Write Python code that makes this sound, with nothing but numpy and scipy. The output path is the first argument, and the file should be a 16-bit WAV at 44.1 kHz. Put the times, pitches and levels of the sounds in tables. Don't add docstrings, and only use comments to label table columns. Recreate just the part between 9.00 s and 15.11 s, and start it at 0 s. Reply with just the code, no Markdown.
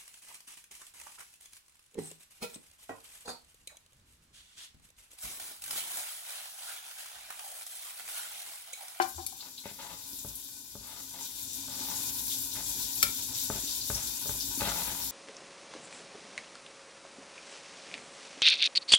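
import sys
import numpy as np
from scipy import signal
from scipy.fft import rfft, irfft, next_fast_len
from scipy.io import wavfile
from scipy.ndimage import uniform_filter1d

SR = 44100
rng = np.random.default_rng(int(sys.argv[2]) if len(sys.argv) > 2 else 0)


def bounce(signal):
    frames = np.transpose(np.atleast_2d(signal))
    limited = np.clip(frames, -1, 1)
    pcm = np.round(limited * 32767).astype(np.int16)
    wavfile.write(sys.argv[1], SR, pcm)


N = 269451
TIME = np.arange(N) / SR
KITCHEN_T60_S = 0.25


def amp(db):
    return 10 ** (np.asarray(db) / 20)


def rms_one(x):
    middle = np.atleast_2d(x).mean(axis=0)
    return x / np.sqrt(np.mean(middle ** 2) + 1e-20)


def peak_one(x):
    return x / (np.abs(x).max() + 1e-20)


def at_hz(points, hz):
    f, value = np.transpose(points)
    return np.interp(np.log(np.maximum(hz, 1)), np.log(f), value)


def colour(x, points, power=1):
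    size = next_fast_len(N + SR // 10)
    hz = np.arange(size // 2 + 1) * SR / size
    gain = amp(at_hz(points, hz)) ** power
    return irfft(rfft(x, size) * gain, size)[..., :N]


def cut(x, hz, kind):
    sos = signal.butter(2, np.clip(hz, 10, .47 * SR), kind, fs=SR, output="sos")
    return signal.sosfilt(sos, x + 1e-18)


def drift(rate):
    r = np.exp(-80 * np.pi * rate / SR)
    noise = rng.standard_normal(N // 40 + 2002)
    slow = signal.lfilter([1], [1, -2 * r, r * r], noise)[2000:]
    return np.interp(np.arange(N) / 40, np.arange(len(slow)), rms_one(slow))


def resonate(x, hz, width):
    r = np.exp(-np.pi * width / SR)
    zeros = np.array([1, 0, -1]) * (1 - r * r) / 2
    poles = [1, -2 * r * np.cos(2 * np.pi * hz / SR), r * r]
    return signal.lfilter(zeros, poles, x + 1e-18)


def grains(per_s, spread_db):
    born = np.flatnonzero(rng.random(N) < per_s / SR)
    size_db = spread_db * np.minimum(rng.exponential(1, born.size), 5)
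    out = np.zeros(N)
    out[born] = amp(size_db) * rng.choice([-1, 1], born.size)
    return out


def struck(modes, vary_db):
    hz, db, t60 = np.transpose(modes)[:, :, None]
    t = TIME[:SR // 2]
    level_db = db + vary_db * rng.standard_normal(hz.shape) - 60 * t / t60
    return np.sum(amp(level_db) * np.sin(2 * np.pi * hz * t), axis=0)


def add(out, s, sound):
    i = max(round(s * SR), 0)
    out[i:i + len(sound)] += sound[:N - i]


def kitchen(x, wet_db, lag_s=0., shared_hz=450):
    t = TIME[:SR // 2]
    dense = np.clip(0.02 + (t / .04) ** 2, 0, 1)
    echoes = rng.standard_normal((3, len(t))) * (rng.random((3, len(t))) < dense) / np.sqrt(dense)
    echoes *= amp(-60 * t / KITCHEN_T60_S) * (t > .001)
    echoes /= np.sqrt(np.sum(echoes ** 2, axis=1, keepdims=True))
    tail = cut(echoes[:2], shared_hz, "high") + cut(echoes[2], shared_hz, "low")
    late = np.roll(np.append(x, np.zeros(SR)), round(lag_s * SR))[:N]
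    direct = np.array([x, late])
    return direct + amp(wet_db) * signal.fftconvolve(x[None], tail, axes=1)[:, :N]


# (frequency [Hz], density [dB per Hz, relative])
FAT_HISS = [(500, -25.5), (1300, -20.5), (2100, -18), (2750, -14), (3400, -3), (5000, -1), (6000, 0),
            (7400, 1.5), (8800, -3), (10400, 0), (12000, -0.5), (13100, -0.5), (15700, -1)]
# (frequency [Hz], width [Hz], level [dB])
PAN_RING = [(3652, 56, 7), (3814, 40, -0.5), (4130, 25, 5), (4470, 32, 4.5), (4820, 150, -13.5),
            (5770, 180, -1.5), (7460, 16, -15), (7300, 92, -13.5), (11680, 100, -7.5)]


def sizzle(hiss_db, spray_db, flicker_db=3.0, sputter_db=1.6, count=3, ring_db=-5):
    edges = np.geomspace(400, 19000, num=11)
    heard = 0
    for spot in range(count):
        bursts = 0
        for low, high in zip(edges, edges[1:]):
            band = cut(grains(per_s=3200, spread_db=5.5), [low, high], "band")
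            bursts = bursts + band * amp(flicker_db * drift(24))
        bursts = colour(bursts * amp(sputter_db * drift(11.8)), FAT_HISS)
        ring = sum(amp(db) * resonate(bursts, hz, width) for hz, width, db in PAN_RING)
        bursts = bursts + amp(ring_db) * ring
        heard = heard + kitchen(bursts, wet_db=3.0, lag_s=.00026 + .00007 * spot)
    spray = colour(heard, [(7000, -40), (8000, -12), (9500, 0)])
    return amp(hiss_db) * rms_one(heard - spray) + amp(spray_db) * rms_one(spray)


# (frequency [Hz], width [Hz], level [dB])
LID_AIR = [(279, 42, 0.5), (323, 32, -37), (580, 7.3, -27), (885, 26, -11.5), (969, 51, -6),
           (1498, 43, -9.5), (1800, 150, -28), (2410, 38, -6.5)]
# (frequency [Hz], density [dB per Hz, relative])
STOVE_RUMBLE = [(20, -34), (40, -1), (62, 0), (80, -1.5), (100, -2), (135, -8), (170, -14), (205, -15.5),
                (260, -14), (600, -34.5), (1500, -39)]
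# (time [s], peak level [dB])
BIG_BUBBLES = [(1.13, -45.5), (2.583, -46), (2.808, -40.5), (4.635, -37), (5.44, -43.5), (5.575, -35.5)]


def simmer(heat_db):
    pops = grains(per_s=760, spread_db=2.0)
    fizz = grains(per_s=1200, spread_db=6.0)
    hollow = 0
    for k, (hz, width, db) in enumerate(LID_AIR):
        drive = pops if k < 2 else fizz
        hollow = hollow + amp(db) * resonate(rms_one(drive), hz, width)
    rumble = colour(grains(per_s=400, spread_db=4.0), STOVE_RUMBLE)
    steady = amp(-12.0) * rms_one(kitchen(hollow, wet_db=5.5))
    steady = steady + amp(-14.5) * rms_one(kitchen(rumble, wet_db=2.5))

    big, t = np.zeros(N), TIME[:SR // 4]
    swell = (1 - np.exp(-t / 0.003)) * np.exp(-t / 0.007)
    thud = peak_one(swell * np.sin(2 * np.pi * LID_AIR[0][0] * t))
    for s, db in BIG_BUBBLES:
        add(big, s, amp(db) * thud)
    return amp(heat_db) * steady + kitchen(big, wet_db=-3.0)


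# (time [s], peak level [dB],
# contact cut-off [Hz], skid time constant [s], decay constant of the ring under the resting tongs [s])
PLATE_TOUCHES = [(0.0003, -11.5, 2200, 0.00016, 0.2), (0.035, -33, 3000, 0.009, 0.15),
                 (0.176, -36, 1100, 0.008, 0.035), (0.318, -44, 1200, 0.006, 0.025)]
# (frequency [Hz], level [dB], t60 [s])
PLATE_MODES = [(352, 1, .15), (385, -15, .09), (768, -3, .32), (805, 3, .028), (980, -10, .05),
               (1047, -15, .2), (1154, -15, .13), (1380, -17, .11), (1453, -15, .13), (1538, -13, .19),
               (2050, -20, .05), (2993, -17, .09), (3456, -26, .09), (4210, -18, .08)]
# (time [s], peak level [dB], frequency [Hz], swell and decay constant [s])
PLATE_ROCK = (0.15, -47, 80, 0.018)
PLATE_PAN_DB = 1.5


def plate(clack_db=-10, clack_s=0.017):
    out, t = np.zeros(N), TIME[:SR // 2]
    for s, db, contact_hz, skid_s, damp_s in PLATE_TOUCHES:
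        chatter = rng.standard_normal(len(t)) * t * np.exp(-t / skid_s)
        touch = chatter if skid_s > .001 else np.ones(1)
        clack = amp(clack_db) * rng.standard_normal(len(t)) * np.exp(-t / clack_s)
        damped = (struck(PLATE_MODES, vary_db=1.2) + clack) * np.exp(-t / damp_s)
        ring = cut(signal.fftconvolve(damped, touch), contact_hz, "low")
        add(out, s, amp(db) * peak_one(cut(ring, 900, "high")))
    s, db, hz, length_s = PLATE_ROCK
    add(out, s, amp(db) * peak_one(t * np.exp(-t / length_s) * np.sin(2 * np.pi * hz * t)))
    return kitchen(out, wet_db=-5.5, lag_s=0.00035) * amp([[PLATE_PAN_DB], [-PLATE_PAN_DB]])


# (time [s], peak level [dB],
# dullness: low-pass cut-off [Hz], thinness: high-pass cut-off [Hz])
JAW_CLICKS = [(0.0195, -23.5, 6000, 3600), (0.0245, -26, 6000, 3600), (0.265, -18.5, 14000, 5500),
              (4.0278, -4, 17100, 1400), (4.0284, -7, 13000, 1400)]
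# (frequency [Hz], level [dB], t60 [s])
ARM_MODES = [(1352, -14, 0.071), (1400, -19, 0.1), (2334, -5.5, 0.047), (3610, -22, 0.055),
             (4420, -12, 0.029), (5070, -13, 0.019), (6020, -16, 0.032), (7230, -6, 0.01),
             (9440, -23, 0.024), (10900, -3.5, 0.037), (13600, -28, 0.013), (14100, -6, 0.016),
             (13820, -2.5, 0.016), (15630, -5, 0.023)]


def tongs(crack_db=-5, crack_s=0.0079, thin_crack_hz=2000):
    out = np.zeros(N)
    for s, db, dull_hz, thin_hz in JAW_CLICKS:
        arms = struck(ARM_MODES, vary_db=1.2)
        crack = cut(rng.standard_normal(len(arms)), thin_crack_hz, "high")
        crack *= amp(crack_db) * np.exp(-TIME[:len(arms)] / crack_s)
        click = cut(cut(arms + crack, dull_hz, "low"), thin_hz, "high")
        add(out, s, amp(db) * peak_one(click))
    return kitchen(out, wet_db=-9, lag_s=.00023) * amp([[.6], [-.6]])


# (start time [s], length [s],
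# level at the end of the sweep [dB], frequency at which the touched panel sings [Hz])
SWEEPS = [(0.397, 0.093, -59, 1100), (0.644, 0.064, -51, 2150), (0.784, 0.16, -50.5, 1010),
          (1.823, 0.19, -57, 1300), (2.136, 0.1, -55.5, 920), (2.683, 0.33, -51.5, 1000),
          (3.551, 0.063, -48, 1700), (4.28, 0.058, -56, 1020), (4.51, 0.092, -51, 575),
          (4.944, 0.11, -49.5, 1410), (5.597, 0.13, -38.5, 1300), (5.745, 0.1, -44, 905),
          (5.863, 0.057, -43, 1700)]
# (frequency [Hz], density [dB per Hz, relative])
CARDBOARD_RASP = [(40, 4), (70, 9), (130, 2.5), (200, 5), (320, -2.5), (450, 2.5), (660, 1.5), (900, 5.5),
                  (1120, -2), (1500, -1.5), (2100, -1.5), (2700, -2.5), (4000, 3), (12000, -32.5)]
PRESS_DB = 1.5
SLIDE_DB, SLIDE_S = -14.5, 0.2
FULL_HZ, EMPTY_HZ = 178, 25


def scraping(grip_db=2.5, sing_db=-0.5, sing_share=0.26):
    slips = colour(grains(per_s=1100, spread_db=1.5) * amp(grip_db * drift(70)), CARDBOARD_RASP)
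    out = np.zeros(N)
    for start, length, db, hz in SWEEPS:
        age = TIME - start
        push = amp(PRESS_DB * (np.clip(age / length, 0, 1) - 1.0))
        slide = amp(SLIDE_DB) * np.exp(-np.maximum(age - length, 0) / SLIDE_S)
        force = amp(db) * (age >= 0) * np.where(age < length, push, slide)
        damped_hz = np.interp(start, [0, TIME[-1]], [FULL_HZ, EMPTY_HZ])
        singing = slips + amp(sing_db) * resonate(slips, hz, sing_share * hz)
        stroke = rms_one(cut(singing, damped_hz, "high"))
        out += stroke * uniform_filter1d(force, size=SR // 45)
    return kitchen(out, wet_db=0.5, lag_s=.0001)


# (time [s], level [dB], frequency [Hz])
FAT_SPITS = [(0.403, -42.5, 4240), (0.575, -42.5, 3950), (1.436, -47, 11000), (3.95, -36, 11800),
             (4.809, -37, 4440), (4.943, -34, 5600), (5.404, -48, 3280)]
SPIT_S = 0.013


def spits(width_share=0.3):
    out, age = np.zeros(N), 2 * TIME[:SR // 5] / SPIT_S
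    for s, db, hz in FAT_SPITS:
        spurt = rng.standard_normal(len(age))
        for _ in range(2):
            spurt = resonate(spurt, hz, width_share * hz)
        add(out, s, amp(db) * age * np.exp(1 - age) * rms_one(spurt))
    return kitchen(out, wet_db=-2.5, lag_s=.0003)


# (time [s], peak level [dB],
# contact cut-off [Hz], flexing of the whole box [dB])
BOX_KNOCKS = [(0.657, -29.5, 900, -13), (1.248, -30.5, 750, 5), (1.754, -32, 750, 2),
              (2.683, -37, 2000, 11), (4.035, -28, 646, -1), (4.5007, -18, 1320, 0.5),
              (4.9016, -20, 3000, 7), (5.258, -29.5, 900, 3), (5.294, -25, 4000, 6),
              (5.6187, -18, 2620, -8)]
# (frequency [Hz], level [dB], t60 [s])
BOX_MODES = [(58.8, -6.5, 0.35), (106, -14, 0.19), (148, -7, 0.069), (212.6, -16, 0.17), (284.4, -2, 0.048),
             (442, -4, 0.053), (576.5, -3.5, 0.081), (667, -7.5, 0.068), (893, 0.5, 0.035),
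             (1214, 5.5, 0.0099), (1495, -5.5, 0.058), (2020, -22, 0.014), (3670, -39, .02)]
REBOUND_S, REBOUND_DB, REBOUND_HZ = 0.057, -12.5, 537


def box_knocks(rattle_db=-9, rattle_s=0.069):
    out, t = np.zeros(N), TIME[:SR // 2]
    rebounds = [(s + REBOUND_S, db + REBOUND_DB, REBOUND_HZ, flex_db) for s, db, _, flex_db in BOX_KNOCKS]
    for s, db, contact_hz, flex_db in list(BOX_KNOCKS) + rebounds:
        panels = struck(BOX_MODES[3:], vary_db=1.8)
        flex = amp(flex_db) * struck(BOX_MODES[:3], vary_db=1.2)
        rattle = amp(rattle_db) * cut(rng.standard_normal(len(t)), 4800, "low") * np.exp(-t / rattle_s)
        knock = cut(panels + flex + rattle, contact_hz, "low")
        add(out, s, -amp(db) * peak_one(knock))
    return kitchen(cut(out, 42, "high"), wet_db=-6)


# (time [s], hiss level [dB], fine spray level [dB])
FRYING_VIGOUR = [(0.0, -49.5, -49), (0.65, -54, -54.5), (0.88, -52, -52), (1.17, -49.5, -46),
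                 (1.68, -53, -51.5), (1.99, -50, -50), (2.35, -47, -46.5), (2.72, -44.5, -44.5),
                 (2.93, -40.5, -40), (3.23, -44, -39), (3.54, -43, -41.5), (3.83, -41, -39),
                 (4.63, -41.5, -42), (5.48, -41.5, -39.5), (5.75, -41, -38), (6.11, -43, -40.5)]
HISS_TRIM_DB, SPRAY_TRIM_DB = -0.65, 0.1
# (time at the top [s], length [s], rise of the hiss [dB])
JUICE_FLARES = [(1.295, 0.021, 5), (2.235, 0.076, 4), (3.091, 0.031, 5), (3.194, 0.025, 5),
                (3.314, 0.12, 5), (3.444, 0.03, 3.5), (4.38, 0.083, 2.5)]
SPRAY_FOLLOWS = 0.29
# (frequency [Hz], level [dB])
LEFT_LEAN = [(60, 2.5), (200, 6.5), (400, 1.5), (800, 5), (2400, 7), (4400, 4), (7100, 8), (8900, 3),
             (10300, 7.5), (11700, 9), (13200, 6), (15000, 3.5)]


def scene():
    s, hiss_db, spray_db = np.transpose(FRYING_VIGOUR)
    hiss_db = np.interp(TIME, s, hiss_db) + HISS_TRIM_DB
    spray_db = np.interp(TIME, s, spray_db) + SPRAY_TRIM_DB
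    heat_db = uniform_filter1d((hiss_db + spray_db) / 2, SR // 3)
    flare_db = sum(rise * np.exp(-(2 * (TIME - top) / length) ** 2) for top, length, rise in JUICE_FLARES)
    pan = sizzle(hiss_db + flare_db, spray_db + SPRAY_FOLLOWS * flare_db) + simmer(heat_db) + spits()
    left, right = pan + plate() + tongs() + scraping() + box_knocks()
    left = colour(left, LEFT_LEAN, power=0.57)
    right = colour(right, LEFT_LEAN, power=-0.38)
    return amp(-0.58) * np.array([left, right])


CUTOFF_HZ = 15850


def record(dry):
    rounded = .7 * np.tanh(cut(dry, 36, "high") / .7)
    return signal.sosfilt(signal.ellip(12, .1, 80, CUTOFF_HZ, fs=SR, output="sos"), rounded)


dry = scene()
out = record(dry)
bounce(out)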